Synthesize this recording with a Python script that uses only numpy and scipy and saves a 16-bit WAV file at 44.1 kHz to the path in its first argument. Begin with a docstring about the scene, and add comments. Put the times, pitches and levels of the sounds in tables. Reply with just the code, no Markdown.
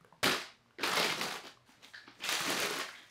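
"""A quiet kitchen-like room, where hands unfold crumpled newspaper on a stone counter close by.
Creases buckle in swarms of tiny clicks, each exciting a damped vibration in a small patch of the sheet.
Larger folds snap singly, and pockets of folded paper resonate as the sheet rattles.
The room answers each click with a short reverberant tail over a faint appliance hum."""
import sys
import numpy as np
from scipy import signal
from scipy.fft import rfft, irfft
from scipy.io import wavfile
from scipy.ndimage import uniform_filter1d

SR = 44100
rng = np.random.default_rng(int(sys.argv[2]) if len(sys.argv) > 2 else 0)


def store_wav(level_fs):
    """Save 16-bit WAV to argv[1]."""
    pcm = np.round(np.clip(np.atleast_2d(level_fs), -1, 1) * 32767)
    wavfile.write(sys.argv[1], SR, pcm.T.astype(np.int16))


N = 136710
RING_SAMPLES = 4096


def amp(db):
    """Decibels as an amplitude ratio."""
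    return 10 ** (np.asarray(db) / 20)


def unit_rms(x):
    """Normalisation to unit mean power."""
    return x / np.sqrt(np.mean(x ** 2) + 1e-20)


def curve_at(points, hz):
    """Interpolation along a logarithmic frequency axis."""
    knots_hz, values = np.transpose(points)
    return np.interp(np.log(hz + 1), np.log(knots_hz + 1), values)


def ring(hz, cycles):
    """Damped vibration: a patch of paper swells to an envelope of 1 and dies in about the given cycles."""
    elapsed_cycles = np.arange(RING_SAMPLES) * hz / SR
    age = elapsed_cycles * 10 / max(cycles, 1)
    return age * np.exp(1 - age) * np.sin(2 * np.pi * elapsed_cycles)


def room_air(level_db=-71):
    """Ambient noise: a continuous spectrum that falls towards the treble."""
    # noise spectrum: frequency_hz, relative_db
    spectrum = [(18, -15), (30, 1), (569, -2), (740, -3.5), (1760, -6.5), (1910, -6.5), (3140, -10.5),
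                (4910, -13), (5900, -17.5), (14800, -31), (16000, -50)]
    gain = amp(curve_at(spectrum, np.fft.rfftfreq(N, 1 / SR)))
    return amp(level_db) * unit_rms(irfft(rfft(rng.standard_normal(N)) * gain, N))


def appliance_hum():
    """Mains hum as narrow bands of noise, whose neighbouring components beat and so waver."""
    # hum partials: pitch_hz, width_hz, level_db
    partials = [(118, 11, -77), (238, 10, -82)]
    hz = np.fft.rfftfreq(N, 1 / SR)
    noise = rfft(rng.standard_normal(N))
    return sum(amp(level_db) * unit_rms(irfft(noise / (1 + (2 * (hz - pitch_hz) / width_hz) ** 2), N))
               for pitch_hz, width_hz, level_db in partials)


def reverberation(paper, patterns=4, first_echo_s=0.011, drift_hz=3.1):
    """Sparse reflections decay exponentially in each band; their pattern drifts as the paper moves."""
    # reverberation times: frequency_hz, t60_s
    decay_times = [(150, 0.23), (500, 0.27), (1500, 0.26), (4000, 0.27), (9000, 0.29), (15000, 0.11)]
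    echoes = rng.choice([-1., 1.], (patterns, SR // 2)) * (rng.random((patterns, SR // 2)) < .1)
    hz, t, bands = signal.stft(echoes, SR, nperseg=256)
    decay = amp(-60 * t / curve_at(decay_times, hz)[:, None])
    tails = signal.istft(bands * decay, SR, nperseg=256)[1]
    tails[:, :int(first_echo_s * SR)] = 0
    tails /= np.linalg.norm(tails, axis=1)[:, None]
    turn = np.arange(N) / SR * drift_hz * patterns - np.arange(patterns)[:, None]
    offset = (turn + patterns / 2) % patterns - patterns / 2
    feeds = paper * np.cos(np.pi / 2 * np.clip(offset, -1, 1))  # equal-power crossfade
    return signal.fftconvolve(feeds, tails, axes=1).sum(0)[:N]


def hollow_folds(rattles_per_s=740):
    """Resonance: sparse, fading rattles excite two modes of a pocket of folded paper."""
    # pockets: start_s, t60_s, level_db, pitch_hz, upper_hz, upper_relative_db
    pockets = [(1.459, 0.16, -52.5, 1720, 2980, -5), (1.943, 0.3, -46, 1704, 4270, -2.5),
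               (2.950, 0.48, -54.5, 1690, 3430, 4.5)]
    out, t = np.zeros(N + SR), np.arange(SR // 4) / SR
    for start_s, t60_s, level_db, hz, upper_hz, upper_db in pockets:
        chance, strength = rng.random((2, len(t)))
        rattle = (chance < rattles_per_s / SR) * (2 * strength - 1)
        upper_mode = amp(upper_db) * ring(upper_hz, cycles=12.7) * np.sqrt(upper_hz / hz)
        response = signal.fftconvolve(rattle, ring(hz, cycles=22) + upper_mode)[:len(t)]
        out[round(start_s * SR):][:len(t)] += amp(level_db - 60 * t / t60_s) * unit_rms(response)
    return out[:N]


def handling():
    """Excitation envelopes: each hand movement sets the crackle's level and colour, silent in between."""
    # one table per movement: time_s, level_db, flap_relative_db, fizz_relative_db,
    # crease_hz, flap_hz, crease_lift_db
    movements = [
        [(0.23, -25.5, -3.5, -8, 1950, 361, -5), (0.274, -28, -3.5, -12, 1580, 345, 2),
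         (0.36, -36.5, -9.5, -14, 1570, 432, 1), (0.394, -42.5, -21, -10, 1844, 418, 4),
         (0.46, -48, -17, -16.5, 1670, 465, -5), (0.506, -55.5, -32, -36, 2100, 475, 6.5),
         (0.56, -75, -24, -10, 1970, 211, -13)],
        [(0.794, -47, 6, -24, 1690, 413, 15), (0.839, -32.5, -9.5, -11.5, 1340, 374, 3.5),
         (0.945, -32.5, -8.5, -11.5, 1400, 550, 3.5), (1.003, -23.5, -13, -17.5, 2220, 365, -4.5),
         (1.037, -29.5, -9, -11, 2200, 436, 1), (1.141, -37.5, -10, -12.5, 1950, 278, -1.5),
         (1.212, -40, -3, -9.5, 2310, 404, -1)],
        [(1.212, -27, -14, -13.5, 2550, 305, -19), (1.262, -41, -4, -8, 1550, 449, 6),
         (1.37, -42, -13, -11.5, 1570, 385, 1.5), (1.424, -64.5, -1, -9, 1640, 431, -7),
         (1.458, -43.5, -6.5, -16, 2270, 330, -5), (1.52, -61, -27, -11, 1890, 363, 3),
         (1.56, -97, -12, -14, 2430, 250, -13)],
        [(1.66, -69.5, -8, -7, 1250, 250, 6), (1.7, -58, -14, -7, 1420, 252, 0),
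         (1.75, -66.5, -18, -8, 1760, 240, 10), (1.798, -70.5, 6, -13, 2390, 315, -2),
         (1.844, -50.5, -16, -10.5, 3160, 351, 5), (1.922, -74, -20, 3, 3330, 238, 2),
         (1.93, -60, -19, -12, 3160, 249, -5)],
        [(1.935, -50, -27, -27, 1680, 377, 13), (1.941, -57.5, -24, -11, 1690, 378, 17),
         (2.045, -67, -4, -13, 1620, 302, 0), (2.065, -58.5, -13, -16, 1290, 300, -2),
         (2.083, -49.5, -15, -33, 1240, 297, 0), (2.129, -61, -19, -19, 1740, 300, -1),
         (2.2, -64, 8, -3, 2210, 343, 4.0)],
        [(2.2, -52.5, -10, -7, 2710, 353, 6), (2.218, -50, -6, -19, 2800, 365, 10),
         (2.246, -39, -16, -6.5, 2750, 363, 7), (2.29, -39, -15, -6.5, 2270, 387, -1)],
        [(2.29, -30, -25, -6.5, 2800, 420, 2.5), (2.356, -33.5, -13, -7, 2610, 443, 2.5),
         (2.402, -35.5, -18, -7.5, 1610, 282, 2), (2.446, -33.5, -10, -7.5, 1820, 371, 1),
         (2.52, -32.5, -6.5, -9, 1520, 286, 1), (2.67, -35, -8.5, -10, 1850, 431, 0.5),
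         (2.797, -40, -11, -10.5, 2080, 353, 2.5)],
        [(2.797, -34, -23, -12, 1840, 398, 0.5), (2.823, -35, -17.5, -12.5, 1840, 428, 6),
         (2.869, -47, -26, -13, 1790, 452, 0), (2.909, -50, -31, -10.5, 1700, 433, 4),
         (2.945, -58.5, -16, -7, 2050, 258, 14), (3.015, -56.5, -4, -11.5, 2030, 349, 5),
         (3.1, -66.5, -21, -3, 2500, 248, 2.5)],
    ]
    t = np.arange(N) / SR
    level_db, colour = np.full(N, -120.), np.ones((5, N))
    for rows in movements:
        times_s, levels_db, *columns = np.transpose(rows)
        begun = t >= times_s[0]
        moving = begun & (t <= times_s[-1])
        level_db[moving] = np.interp(t[moving], times_s, levels_db)
        colour[:, begun] = [np.interp(t[begun], times_s, column) for column in columns]
    return level_db, *colour


def crackle(clicks_per_s=26000, clumps_per_s=110, flap_top_hz=650, fizz_from_hz=5300, gain_db=-3.5):
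    """Buckling as shot noise: clicks ring patches of the sheet, from large flaps to creases to fizz."""
    # spectrum of the sheet before its three bands are balanced: frequency_hz, relative_db
    sheet = [(60, -19), (107, -52), (160, -3), (320, -6.5), (600, -4.5), (1300, -0.5), (2800, -3),
             (3400, -4.5), (4400, -3), (5300, -9.5), (8500, -19), (11000, -22.5), (13500, -25),
             (15500, -27)]
    clump_db = 2.5 * unit_rms(uniform_filter1d(rng.standard_normal(N), SR // clumps_per_s))
    spread_db = 3 * np.minimum(rng.exponential(1, N), 4)
    clicks = amp(spread_db + clump_db) * (rng.random(N) < clicks_per_s / SR) * rng.choice([-1., 1.], N)
    pitches_hz = np.geomspace(65, 15000, 48)
    share = pitches_hz ** .45  # small patches buckle more often
    share /= share.sum()
    patch = np.searchsorted(np.cumsum(share), rng.random(N))
    level_db, flap_db, fizz_db, crease_hz, flap_hz, crease_lift_db = handling()
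    bands = np.zeros((3, N))
    for k, hz in enumerate(pitches_hz):
        hits, train = np.flatnonzero((patch == k) & (clicks != 0)), np.zeros(N)
        # the level shifts within about a third of an octave of the crease and flap pitches
        near_crease, near_flap = np.exp(-(np.log2(hz / np.array([crease_hz[hits], flap_hz[hits]])) / .33) ** 2)
        train[hits] = clicks[hits] * amp(crease_lift_db[hits] * near_crease + 7.5 * near_flap)
        grain = ring(hz, cycles=12.4 * (hz / 1000) ** .21)  # small patches ring for more cycles
        grain *= amp(curve_at(sheet, hz)) * np.sqrt(hz / share[k]) / np.linalg.norm(grain)
        bands[int(hz > flap_top_hz) + int(hz > fizz_from_hz)] += signal.oaconvolve(train, grain)[:N]
    flap, crease, fizz = map(unit_rms, bands)
    envelope = uniform_filter1d(amp(gain_db + level_db), size=SR // 500)
    return envelope * (crease + amp(flap_db) * flap + amp(fizz_db) * fizz)


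def driven(mode, force):
    """Forced response: a mode convolved with a force, keeping the mode's own mean power."""
    return unit_rms(signal.fftconvolve(mode, force)[:RING_SAMPLES]) * np.sqrt(np.mean(mode ** 2))


def snaps(give_s=0.001212, gain_db=-3.5, thump_gain_db=-6.5, tick_gain_db=20):
    """Snap-through: a fold gives way in a brief stutter, with a pitched crack, low thump and bright tick."""
    # folds, before the gains: start_s, level_db, pitch_hz, thump_relative_db, tick_relative_db, thump_hz
    folds = [(0.009, -50, 1250, 1.5, -21, 162), (0.046, -45, 1470, 2, -20, 460),
             (0.124, -41, 970, -7.5, -33, 164), (0.23, -20, 4550, -7, -28, 136),
             (0.232, -18.5, 1480, -4, -30, 306), (0.242, -10.5, 2730, -22, -19, 312),
             (0.256, -18, 2260, -35, -18, 272), (0.27, -15.5, 1450, -23, -28, 258),
             (0.297, -23, 1630, -11, -14, 408), (0.344, -25.5, 1150, -22, -18, 493),
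             (0.659, -54.5, 1110, -11, -33, 254), (0.707, -50, 1470, -20, -30, 417),
             (0.785, -32, 2000, 0.5, -45, 375), (0.832, -15.5, 2500, -6, -27, 386),
             (0.841, -23.5, 1210, -3.5, -23, 357), (0.874, -21, 1340, -7, -16.5, 490),
             (0.896, -27, 1210, -15, -16, 373), (0.934, -19, 1190, -2, -20, 540),
             (0.957, -24.5, 3000, -31, -9.5, 563), (0.981, -17, 3500, -13, -23, 410),
             (0.998, -23, 1270, -5, -12, 204), (1.027, -14.5, 3450, -10, -34, 605),
             (1.101, -18, 2690, -13.5, -25, 158), (1.123, -30, 1220, 0.5, -17, 350),
             (1.212, -15.5, 2630, -20, -24, 353), (1.263, -28.5, 800, -5, -19, 433),
             (1.321, -31.5, 790, -26, -14, 412), (1.339, -29, 1190, -5, -16.5, 417),
             (1.453, -45, 1630, -7, -29, 322), (1.571, -47.5, 1110, -29, -37, 250),
             (1.691, -48, 1060, 1, -19, 260), (1.829, -39.5, 3300, -8, -31, 530),
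             (1.845, -33, 3400, -16, -28, 264), (1.936, -38, 1810, -37, -45, 151),
             (1.943, -37.5, 1780, -23, -38, 410), (2.077, -36.5, 1490, -2, -38, 300),
             (2.203, -42, 2460, 1.5, -28, 332), (2.218, -37, 2300, -21, -40, 483),
             (2.238, -21, 3460, -18, -37, 385), (2.289, -15.5, 3300, -33, -46, 433),
             (2.325, -17, 2900, -23, -15, 300), (2.351, -16, 4520, -17, -32, 476),
             (2.405, -22.5, 1230, -13.5, -13, 153), (2.479, -24.5, 2480, 2.5, -21, 293),
             (2.502, -25.5, 860, 0.5, -7, 488), (2.601, -25.5, 2620, -24, -6, 410),
             (2.636, -25, 2580, -30, -27, 443), (2.658, -25, 1700, -12, -11, 330),
             (2.708, -28, 1490, 5, -11, 426), (2.758, -33, 2010, -0.5, -11, 324),
             (2.787, -32, 2000, 2, -7, 370), (2.798, -26.5, 1560, -6, -28, 400),
             (2.817, -29.5, 2420, -2.5, -36, 520), (2.888, -32.5, 1460, -40, -39, 403),
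             (2.939, -35, 2200, -21, -34, 250), (3.039, -45.5, 1620, -19, -25, 398)]
    out, t = np.zeros(N + RING_SAMPLES), np.arange(400) / SR
    for start_s, level_db, hz, thump_db, tick_db, thump_hz in folds:
        stutter = rng.standard_normal(len(t)) * t / give_s * np.exp(-t / give_s)
        stutter *= 1.04 / np.linalg.norm(stutter)
        stutter[round(give_s * SR)] += .5  # one clean impulse at the crest
        opening_click = amp(-1.5) * ring(1.54 * hz, cycles=4.4)
        crack = driven(ring(hz, cycles=7.9) + opening_click, stutter)
        tick = amp(tick_db + tick_gain_db) * driven(ring(hz=10100, cycles=3.1), stutter)
        thump = amp(thump_db + thump_gain_db) * ring(thump_hz, cycles=10)
        out[round(start_s * SR):][:RING_SAMPLES] += amp(level_db + gain_db) * (crack + tick + thump)
    return out[:N]


def scene(low_cut_hz=55, room_db=-5.5):
    """Superposition of paper, reflections and background; a thin sheet radiates no deep bass."""
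    low_cut = signal.butter(3, low_cut_hz, "high", fs=SR, output="sos")
    paper = signal.sosfilt(low_cut, crackle() + snaps() + hollow_folds())
    return (paper + amp(room_db) * reverberation(paper) + room_air() + appliance_hum())[None]


def record(dry):
    """Band limiting: a steep low-pass removes the highest treble."""
    low_pass = signal.firwin(511, cutoff=15750, window=("kaiser", 9), fs=SR)
    return signal.oaconvolve(dry, low_pass[None], "same")


dry = scene()
out = record(dry)
store_wav(out)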